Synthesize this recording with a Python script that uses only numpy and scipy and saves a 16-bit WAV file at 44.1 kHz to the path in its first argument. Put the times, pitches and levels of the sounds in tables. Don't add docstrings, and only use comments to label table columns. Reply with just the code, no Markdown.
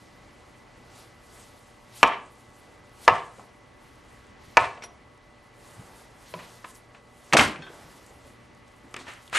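import sys
import numpy as np
from scipy import signal
from scipy.io import wavfile
from scipy.ndimage import uniform_filter1d

SR = 44100
rng = np.random.default_rng(int(sys.argv[2]) if len(sys.argv) > 2 else 0)


def invert_db(level):
    return 10 ** (np.asarray(level, dtype=float) / 20)


def transcribe(signal):
    frames = np.atleast_2d(signal).T
    limited = np.clip(frames, -1, 1)
    pcm = np.round(limited * 32767).astype(np.int16)
    wavfile.write(sys.argv[1], SR, pcm)


N = 413658

# [t/s, peak/dB, snap/dB]
KNOCKS = [
    (2.0286, 7, -22.5),
    (3.077, 3.5, -21),
    (4.569, 6, -22.5),
]
# [f/Hz, t60/s, level/dB in blow 1, 2, 3]
BOARD_MODES = [(250, 0.029, -32.5, -1.5, -9), (292, 0.0261, -20.5, -33.5, -50.5),
               (506, 0.12, -3.5, -15, -39), (537, 0.046, -17.5, -9, -42), (764, 0.08, -2.5, 2, -6),
               (850, 0.15, -27.5, -17.5, -36), (980, 0.06, -15.5, -10.5, -17), (1104, 0.044, 13, 6.5, 0),
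               (1210, 0.012, 23.5, 14, 1), (1290, 0.076, 7, 1.5, 0), (1500, 0.036, -27.5, -15.5, 0.5),
               (1764, 0.013, 19.5, 13, 8.5), (1980, 0.03, 16.5, 7.5, 2), (2314, 0.074, 19.5, 6.5, 5),
               (2454, 0.015, 18.5, 6, 4), (2643, 0.02, 17, -13.5, -2), (2948, 0.033, 17, 6, -43),
               (3527, 0.012, -12.5, 0, -19), (4440, 0.015, -17.5, -12.5, -8.5), (5040, 0.008, -2, 3.5, -6),
               (5450, .015, -30, -48, -19), (6390, .01, -26, -47, -56)]
# [delay/s, level/dB, cutoff/Hz]
ECHOES = [
    (.0033, -7, 2640),
    (.0075, -5.5, 1405),
    (0.0099, -9, 1816),
    (0.014, -15, 2226),
]
# [t/s, peak/dB, f/Hz, t60/s, crack/dB]
DROP = [
    (7.325, -20.5, 1980, 0.033, 13),
    (7.332, -7, 1220, 0.056, -4.5),
    (7.337, -10.5, 764, 0.072, 1),
    (7.349, -10.5, 716, 0.076, -9),
    (7.357, -18, 727, 0.03, -12),
    (7.3675, -9, 1500, 0.044, 4.5),
    (7.388, -9, 1230, 0.018, 1.5),
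    (7.3935, -5, 1787, 0.056, 3.5),
    (7.403, -11.5, 1110, 0.11, -18),
    (7.411, -25.5, 1130, 0.034, 10.5),
]
# [t/s, peak/dB, f/Hz, t60/s, crack/dB]
TICKS = [(3.382, -40, 504, 0.05, -11), (3.392, -36, 974, 0.098, -21.5), (4.774, -40, 659, 0.077, 0.5),
         (4.821, -42, 800, 0.099, 5), (4.836, -32, 930, 0.056, -20), (6.337, -27, 580, 0.079, -5),
         (6.389, -40, 1230, 0.13, 4), (6.404, -47, 1040, 0.052, 9), (6.644, -36, 1050, 0.092, 3),
         (6.946, -44, 1140, 0.14, 4), (7.698, -39, 393, 0.044, -17), (8.245, -47, 588, 0.2, -25),
         (8.332, -48, 472, 0.045, -17), (8.825, -51, 1980, 0.057, -18), (8.941, -32, 1210, 0.035, 8),
         (8.9635, -32.5, 1210, 0.1, 7), (9.276, -40, 3500, 0.048, -10), (9.327, -25, 1180, 0.053, -37)]
# [t/s, peak/dB, f/Hz, t60/s, crack/dB]
SCUFFS = [(7.558, -35, 2410, 0.076, -3), (8.105, -43, 560, 0.11, -25), (8.12, -43.5, 850, .1, -30),
          (8.14, -51.5, 1150, .08, -24), (8.275, -50, 800, .1, -20), (9.009, -35, 1130, 0.048, -2),
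          (9.066, -41, 1100, 0.074, -10), (9.077, -39, 750, 0.09, -8), (9.09, -41, 1300, .08, -11),
          (9.104, -43, 1900, .06, -8), (9.296, -43, 2850, 0.041, -10), (2.0258, -34, 900, .1, -6),
          (3.074, -34, 1100, .1, -6), (4.5652, -40, 900, .1, -4), (6.643, -36, 1500, .05, -4),
          (6.946, -44, 1500, .05, -2)]
# [t/s, peak/dB, f/Hz, t60/s]
JOLTS = [(2.0293, -8, 3000, 0.0076), (2.0325, -13, 1500, 0.013), (2.0294, -12.5, 750, 0.0065),
         (2.044, -14, 900, .012), (2.048, -15, 1150, 0.013), (4.82, -41.5, 2270, .03),
         (4.636, -22, 1000, 0.033), (7.351, -22, 700, 0.035), (7.408, -16, 1740, .015),
         (2.0369, -7.5, 1000, 0.03), (3.0845, -5, 996, 0.025), (3.0805, -9, 1500, .01),
         (3.0965, -16, 1150, .015), (3.105, -16, 950, .015), (4.5735, -11, 2300, .012),
         (3.091, -23.5, 2730, 0.049), (4.5765, -5, 980, 0.022), (4.572, -9.5, 2550, 0.015),
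         (2.0347, -5, 2500, 0.008), (6.3375, -37, 3100, 0.011), (6.338, -38, 4180, .008),
         (6.342, -39, 1020, 0.05), (6.395, -48, 2950, .02), (6.6423, -36, 1500, 0.02),
         (6.644, -41, 1030, 0.046), (7.332, -14, 1030, .015), (7.3357, -11, 2570, 0.0089),
         (7.3668, -10.5, 1300, 0.011), (7.3684, -7, 2590, 0.022), (7.385, -7, 1250, 0.011),
         (7.3936, -5, 1675, 0.0083), (7.393, -4, 2704, 0.0065), (7.399, -22, 1250, .018),
         (7.406, -24, 1700, .02), (7.619, -50, 1554, 0.12), (7.619, -44, 2570, 0.037),
         (7.621, -54, 4330, 0.16), (7.619, -46, 3260, 0.12), (7.63, -50, 3580, .25),
         (7.666, -52, 1550, .12), (7.665, -54, 3260, 0.17), (8.941, -28, 2210, 0.0037),
         (8.942, -41, 1250, 0.027), (8.962, -25, 2600, 0.0025), (9.077, -40, 1820, 0.028),
         (9.081, -40.5, 1836, 0.057)]
# [t/s, peak/dB, f/Hz]
THUMPS = [(2.034, -28.5, 245.3), (3.082, -34.5, 179), (3.383, -48.5, 194), (5.788, -43, 172.5),
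          (6.341, -36.5, 165), (7.34, -18, 317), (7.367, -32, 300), (7.41, -22.5, 250), (7.499, -37, 324),
          (7.579, -37.5, 150), (7.843, -46.5, 152), (8.258, -47.5, 318), (8.83, -45, 292),
          (8.969, -41, 294), (3.097, -33.5, 108.2), (4.587, -32, 115.8), (5.775, -38.5, 114),
          (7.396, -27.5, 102.8)]
# [t/s, peak/dB, f/Hz, t60/s]
PINGS = [(4.607, -43, 8150, .06), (4.645, -46, 8300, .05), (4.822, -42, 5650, .04), (4.836, -36, 5750, .06),
         (4.836, -42, 10750, .1), (6.338, -32, 1020, .07), (6.338, -36, 3100, .025),
         (6.642, -32, 1620, .018), (6.644, -32, 1020, .04), (7.395, -25, 2480, .09), (7.41, -31, 8160, .09),
         (7.44, -36, 8100, .09), (7.62, -41, 1555, .1), (7.619, -48, 2560, .04), (7.618, -43, 3270, .1),
         (7.62, -44, 3570, .08), (7.622, -54, 4280, .08), (7.622, -54, 5400, .06), (7.62, -53, 6680, .05),
         (7.664, -42, 1556, .1), (7.666, -49, 2600, .04), (7.665, -47, 3300, .09), (9.066, -42, 1850, .1)]
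# [peak t/s, attack/s, level/dB, [f/Hz, width/Hz, level/dB]]
SING = (9.36, .02, -33, [(7000, 790, -2), (8300, 970, -3), (9300, 600, -4)])
# [peak t/s, attack/s, release/s, level/dB, brightness/dB]
SCRAPES = [(2.062, .03, .03, -58, -2.5), (2.075, .01, .015, -41.5, 12.5), (2.122, 0.08, 0.073, -70.5, -38),
           (3.098, 0.015, 0.012, -48, -17), (3.155, 0.071, 0.094, -48.5, -11),
           (4.592, 0.0085, 0.16, -46, -6.5), (4.654, 0.062, 0.016, -53.5, -19),
           (4.838, 0.015, 0.026, -44.5, -2.5), (6.45, 0.22, .08, -57, -5),
           (7.335, 0.0054, 0.013, -17.5, 3.5), (7.369, 0.0019, 0.044, -17.5, -1.5),
           (7.412, 0.017, 0.086, -28.5, -6.5), (7.54, .08, 0.65, -84, -23), (8.995, 0.02, 0.084, -50.5, 4),
           (9.085, 0.027, 0.12, -52, -11), (9.328, 0.0017, 0.25, -46, -7), (9.354, 0.018, .8, -33, -9.5)]
# [f/Hz, density/dB]
SCRAPE_LOW = [(120, -29.5), (200, -15.5), (967, -1), (1180, 3), (1930, 3.5), (2290, 0), (2500, 9.5),
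              (4500, -64), (5850, -45), (9900, -120)]
SCRAPE_HIGH = [(2060, -29.5), (3500, 0.5), (4960, 4.5), (5680, -8), (6760, 0), (8090, -5), (13400, -17)]
# [t/s, length/s, foot/Hz, top/Hz, level/dB]
SQUEAK = (5.8, .26, 9900, 11900, -73)
# [t/s, peak/dB, f/Hz]
SNAPS = [(2.9894, -50, 7890), (3.0491, -57, 7540), (3.109, -44, 7390), (3.1347, -50, 7210),
         (5.6194, -49.5, 8100), (5.7088, -45, 7280), (6.6194, -50, 9230), (6.6857, -46, 8300),
         (6.7526, -39, 7150), (8.062, -40, 8380), (8.5474, -49, 6700), (8.9094, -49, 8900),
         (8.94, -26.5, 6240), (8.964, -26, 6900), (8.989, -43, 6700), (8.9994, -40, 6960),
         (9.135, -36, 8760), (9.2494, -66, 6400), (9.2968, -38, 9230)]
FIBRES = [(2.354, -46, 7010), (2.3989, -52, 8110), (2.8928, -47.5, 7200), (3.9549, -49, 7620),
          (4.0991, -50, 7560), (4.2403, -54, 8050), (4.2672, -45, 7560), (4.451, -49, 9230),
          (5.1751, -52, 7710), (8.6777, -51, 7280), (8.761, -52.5, 7040), (9.2773, -43, 10600)]
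# [peak t/s, attack/s, hold/s, release/s, level/dB]
STROKES = [(0.01, 0.057, 0.016, 0.63, -64), (.54, 0.81, 0.025, 0.55, -75), (.98, 0.18, 0.033, 0.11, -55.5),
           (1.33, 0.19, 0.12, 0.49, -60.5), (1.97, 0.083, 0.03, 0.13, -49.5),
           (2.41, 0.17, 0.0087, 0.048, -73.5), (2.6, 0.29, 0.066, 0.33, -69),
           (3.05, 0.081, 0.0048, 0.019, -48.5), (3.3, 0.31, 0.12, 0.16, -69), (3.82, .06, 0.38, 0.27, -70),
           (4.42, 0.024, 0.14, 0.048, -61), (4.9, 0.054, 0.0073, 0.31, -79),
           (5.63, 0.074, 0.099, 0.32, -63.5), (5.98, 0.34, .03, 0.13, -63), (6.27, 0.1, 0.3, 0.099, -57),
           (6.7, 0.068, 0.0062, .03, -57.5), (6.75, 0.013, .01, 0.082, -61.5),
           (6.97, .1, 0.0084, 0.033, -68), (7.29, 0.18, 0.027, 0.026, -61),
           (7.63, .06, 0.017, 0.061, -62.5), (7.72, 0.073, 0.27, 0.25, -58.5),
           (8.27, 0.051, 0.0091, 0.053, -63.5), (8.678, .01, 0.0024, .03, -70.5),
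           (8.92, 0.23, 0.019, 0.06, -81), (9.18, 0.36, 0.096, .03, -63.5)]
# [peak t/s, attack/s, release/s, level/dB]
SHIFTS = [(.3, 0.95, 1, -61), (.99, 0.22, 0.23, -56), (1.33, 0.15, 1, -59.5), (2.0, 0.15, 0.26, -63),
          (2.701, 0.83, .5, -61), (3.05, 0.13, 0.18, -60.5), (3.3, .3, 0.49, -62), (4.1, 0.99, 0.58, -64),
          (4.9, 0.31, 0.43, -61), (5.86, 0.49, 0.57, -53), (6.33, 0.069, 0.27, -74.5),
          (6.48, 0.27, 0.23, -56), (6.97, 0.24, 0.019, -64), (7.31, 0.25, 0.11, -76.5),
          (7.7, 0.73, 0.62, -49.5), (8.27, 0.14, .25, -66), (8.93, 0.17, 0.59, -56.5)]
# [f/Hz, density/dB]
RUSTLE_TONE = [(3530, -7.5), (6000, -7.5), (7030, -6.5), (9080, 8), (10800, -2.5), (12300, -2),
               (13400, -10)]
# [peak t/s, attack/s, hold/s, release/s, level/dB]
CLOTH = [
    (1.32, .05, .2, .3, -78),
    (4.45, .05, .1, .05, -73),
    (6.27, .06, .33, .05, -66),
    (7.75, .06, .3, .1, -70),
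]
# [f/Hz, width/Hz, level/dB, t60/s]
CUPBOARD = [
    (708, 40, -20, .4),
    (980, 90, -15, .36),
    (1090, 40, -22, 0.44),
    (1747, 36, -26.5, .35),
    (2452, 80, -23, 0.33),
]
# [f/Hz, t60/s]
ROOM_T60 = [(100, 0.38), (300, 0.59), (800, 0.39), (2000, 0.41), (4500, 0.33), (10000, .2)]
# [f/Hz, level/dB]
ROOM_LEVEL = [(100, -13.5), (400, -14), (670, -15), (950, -11.5), (1350, -15), (1900, -15.5), (2700, -17.5),
              (5000, -19), (10000, -28)]
# [f/Hz, side minus mid/dB]
SPREAD = [(60, -22), (110, -12.5), (200, -9), (360, -3), (650, -1), (1190, -5.5), (2160, -7), (3920, -19.5),
          (4800, -55.5), (13000, -55)]
# [f/Hz, rms/dB]
HUM = [(118.4, -65.5), (236.9, -71), (479.1, -71), (586.8, -68.5), (764.4, -72.5), (877.5, -73.5),
       (1125, -69.5), (1287, -73), (1992, -67)]
# [f/Hz, density/dB]
AIR = [(15, -32), (25, -0.5), (91, 0.5), (121, -3), (146, -10), (175, -3), (451, -7), (587, -19.5),
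       (635, -12), (1130, -9), (1590, -20.5), (1970, -11.5), (2430, -17), (4940, -25.5), (13400, -42)]

EDGES_HZ = 25 * 2 ** np.arange(0, 9.4, .5)
FLIGHT_S = .0013


def unit(x):
    return x / np.sqrt(np.mean(x ** 2) + 1e-20)


def peak_one(x):
    return x / np.abs(x).max()


def at_hz(points, hz):
    f_hz, value = np.array(points).T
    return np.interp(np.log(hz), np.log(f_hz), value)


def decay(n, t60_s):
    return invert_db(-60 * np.arange(n) / SR / t60_s)


def cut(x, hz, kind):
    return signal.sosfilt(signal.butter(2, hz, kind, fs=SR, output="sos"), x)


def ring(force, hz, t60_s):
    r, w = invert_db(-60 / (t60_s * SR)), 2 * np.pi * hz / SR
    return signal.lfilter([0, np.sin(w)], [1, -2 * r * np.cos(w), r * r], force + 1e-18)


def peak(x, hz, width_hz):
    r, w = np.exp(-np.pi * width_hz / SR), 2 * np.pi * hz / SR
    return signal.lfilter([(1 - r * r) / 2, 0, (r * r - 1) / 2], [1, -2 * r * np.cos(w), r * r], x)


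def drift(rate_hz):
    r = np.exp(-80 * np.pi * rate_hz / SR)
    slow = signal.lfilter([1], [1, -2 * r, r * r], rng.standard_normal(N // 40 + 2002))[2000:]
    return np.interp(np.arange(N) / 40, np.arange(len(slow)), unit(slow))


def grains(grain_db):
    return invert_db(grain_db * np.minimum(rng.exponential(1, N), 3.5))


def gestures(rows):
    t = np.arange(0, N + 20, 20) / SR
    gain = np.zeros(len(t))
    for s, up, hold, down, db in rows:
        before = (s - t) / max(up, 1e-3)
        after = (t - s - hold) / max(down, 1e-3)
        gain += invert_db(db - 17 * np.maximum(np.maximum(before, after), 0))
    return np.interp(np.arange(N) / SR, t, gain)


def add(out, s, sound):
    i = round((s + FLIGHT_S) * SR)
    out[i:i + len(sound)] += sound[:N - i]


def bands(sources, span_hz=(0, 1e5)):
    for k, (low, high) in enumerate(zip(EDGES_HZ, EDGES_HZ[1:])):
        if span_hz[0] < low < span_hz[1]:
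            yield np.sqrt(low * high), cut(sources[k % 2], [low, high], "band")


def stereo(mid, side, hz, narrow_db=0):
    return mid + invert_db(at_hz(SPREAD, hz) + narrow_db) * side * [[1], [-1]]


def coloured(spectrum, flicker_db, grain_db, span_hz):
    white = rng.standard_normal((2, 2, N)) * grains(grain_db)
    together = drift(1.083)
    out = np.zeros((2, N))
    for hz, band in bands(white, span_hz):
        level_db = at_hz(spectrum, hz) + flicker_db * (together + drift(14.0))
        out += invert_db(level_db) * stereo(*band, hz)
    return unit(out)


def knocks():
    out = np.zeros(N)
    for k, (s, peak_db, snap_db) in enumerate(KNOCKS):
        body = np.zeros(8000)
        for hz, t60, *db in BOARD_MODES:
            click = np.eye(1, 8000, round(.014 / np.sqrt(hz) * SR))[0]
            t60 = np.clip(t60, .005, 40 / hz)
            body += invert_db(db[k]) * ring(click, hz, t60)
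        body = invert_db(-2.0) * peak_one(cut(body, [480, 6000], "band"))
        snap = rng.standard_normal(8000) * decay(8000, 0.033)
        snap = peak_one(cut(cut(snap, [3000, 7500], "band"), 6200, "low"))
        add(out, s, invert_db(peak_db) * (body + invert_db(snap_db) * snap))
        for lag, db, cut_hz in ECHOES:
            add(out, s + lag, invert_db(peak_db + db) * cut(body, cut_hz, "low"))
    return out


def taps(table):
    out, n, crack_hz = np.zeros(N), 6000, 2338
    first_touch = 1 + 0.75 * np.exp(-np.arange(n) / SR / 0.0013)
    for s, peak_db, hz, t60, crack_db in table:
        noise = rng.standard_normal((2, n)) * first_touch
        body = ring(noise[0] * decay(n, max(t60, .005)), hz, 7.7 / hz)
        crack = ring(noise[1] * decay(n, max(0.8 * t60, .005)), crack_hz, 5.5 / crack_hz)
        add(out, s, invert_db(peak_db) * (peak_one(body) + invert_db(crack_db) * peak_one(crack)))
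    return out


def jolts():
    out, click = np.zeros(N), np.eye(1, 12000)[0]
    for s, peak_db, hz, t60 in JOLTS:
        swell = ring(click, hz, min(0.17 * t60, 0.0095))
        add(out, s, invert_db(peak_db) * peak_one(ring(swell, hz, t60)))
    return out


def thumps():
    out = np.zeros(N)
    for s, peak_db, hz in THUMPS:
        shove = rng.standard_normal(20000) * decay(20000, 0.2)
        add(out, s, invert_db(peak_db) * peak_one(ring(shove, hz, 12.6 / hz)))
    return out


def blade():
    out = np.zeros(N)
    for s, db, hz, t60 in PINGS:
        touch = rng.standard_normal(8000) * decay(8000, t60)
        add(out, s, invert_db(db) * peak_one(ring(touch, hz, 0.35 * t60)))
    return out


def sing():
    s, up, db, peaks = SING
    noise = rng.standard_normal(N) * grains(3.4)
    steel = sum(invert_db(g_db) * peak(peak(noise, hz, w), hz, w) for hz, w, g_db in peaks)
    return gestures([(s, up, 1, 1, db)]) * unit(steel)


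def scrapes():
    high = gestures([(s, up, 0, down, db) for s, up, down, db, _ in SCRAPES])
    low = gestures([(s, up, 0, down, db - bright_db) for s, up, down, db, bright_db in SCRAPES])
    bright = high * coloured(SCRAPE_HIGH, 1.5, 5.9, (1500, 2e4))
    return bright + low * coloured(SCRAPE_LOW, 0.78, 2.7, (90, 4000))


def squeak():
    s, length, foot_hz, top_hz, db = SQUEAK
    out, u = np.zeros(N), np.linspace(0, 1, round(length * SR))
    arch = np.sin(np.pi * u)
    hz = foot_hz + (top_hz - foot_hz) * arch ** 1.5
    level = invert_db(db + 4 * u + 3 * drift(40.0)[:len(u)]) * arch ** .3
    add(out, s, level * np.sin(2 * np.pi * np.cumsum(hz) / SR))
    return out


def snaps(table):
    out = np.zeros(N)
    for s, peak_db, hz in table:
        burst = rng.standard_normal(2000) * decay(2000, 0.01)
        add(out, s, invert_db(peak_db - 3) * peak_one(cut(burst, [.72 * hz, 1.35 * hz], "band")))
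    return out


def rustle():
    stroke = invert_db(-74) + gestures(STROKES)
    hands = invert_db(-80) + gestures([(s, up, 0, down, db) for s, up, down, db in SHIFTS])
    grit = rng.standard_normal((2, N)) * grains(2.8)
    swish = cut(cut(grit[0], [2400, 6000], "band"), 2000, "high")
    swish = unit(swish) + invert_db(-12) * unit(ring(grit[0], 12300, 0.0052))
    dull = cut(grit[1], [220, 1200], "band")
    hiss = coloured(RUSTLE_TONE, 2.66, 3.2, (250, 2e4))
    return stroke * (hiss + invert_db(-4) * swish) + hands * unit(dull)


def cloth():
    return gestures(CLOTH) * unit(peak(peak(rng.standard_normal(N), 12500, 2400), 12500, 2400))


def cupboard(x):
    t = np.arange(SR // 2) / SR
    noise = rng.standard_normal(len(t))
    tail = sum(invert_db(db - 60 * t / t60) * unit(peak(noise, hz, width_hz)) for hz, width_hz, db, t60 in CUPBOARD)
    return signal.fftconvolve(x, tail * np.clip((t - .01) / .01, 0, 1) * invert_db(-38))[:N]


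def kitchen(x):
    t = np.arange(SR // 2) / SR
    tail = np.zeros((2, len(t)))
    for hz, band in bands(rng.standard_normal((2, 2, len(t)))):
        level_db = at_hz(ROOM_LEVEL, hz) - 60 * t / at_hz(ROOM_T60, hz)
        tail += invert_db(level_db) * stereo(*band, hz, narrow_db=-14.0)
    tail = tail * np.clip((t - .008) / 0.0072, 0, 1) * invert_db(-23.5)
    return signal.fftconvolve(x[None], tail, axes=1)[:, :N]


def refrigerator():
    t, out = np.arange(N) / SR, np.zeros(N)
    for hz, db in HUM:
        level = invert_db(db + 3.0 + 28 / np.sqrt(hz) * drift(7.6))
        out += level * np.sin(2 * np.pi * hz * t + 0.662 * drift(4.2))
    return out


def air():
    return invert_db(-54 - 0.57) * coloured(AIR, 1.0, 0, (0, 2e4))


def scene():
    strikes = knocks() + 0
    strikes = cut(strikes, 110, "high") + taps(TICKS) + blade() + snaps(SNAPS)
    edge = cut(strikes, 240, "high")
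    contacts = edge + cut(taps(DROP), 97, "high") + cut(thumps(), 75, "high")
    direct = (contacts + jolts()) * invert_db([[.15], [-.15]])
    friction = scrapes() + sing() + squeak() + rustle() + cloth()
    small = taps(SCUFFS) + snaps(FIBRES)
    return direct + friction + small + cupboard(edge) + kitchen(contacts) + refrigerator() + air()


def thin_top(x):
    hz, _, z = signal.stft(x, SR, nperseg=4096)
    loud_db = 10 * np.log10(np.sum(np.abs(z[0]) ** 2, axis=0) + 1e-12)
    excess_db = np.maximum(loud_db - np.median(loud_db), 0)
    mask_db = .6 * signal.lfilter([0, 1 - .55], [1, -.55], excess_db)
    patches = rng.exponential(1, (len(hz) // 20 + 1, len(loud_db)))
    spared_db = 8 * np.repeat(patches, 20, axis=0)[:len(hz)]
    slope_db = 4 * (hz[:, None] - 12300) / 1000
    limit = invert_db(-101.5 + slope_db + mask_db - spared_db)
    level = uniform_filter1d(np.abs(z.mean(axis=0)), 9, axis=0)
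    weak = (level < limit) & (hz[:, None] > 8500)
    return x - signal.istft(z * weak, SR, nperseg=4096)[1][:, :N]


def top_cut(x):
    return signal.sosfilt(signal.butter(12, 13700, fs=SR, output="sos"), x)


def record(dry):
    heard = cut(cut(dry, [28, 11500], "band"), 13000, "low")
    mix = thin_top(np.clip(heard, -1, 1))
    return top_cut(mix)


dry = scene()
out = record(dry)
transcribe(out)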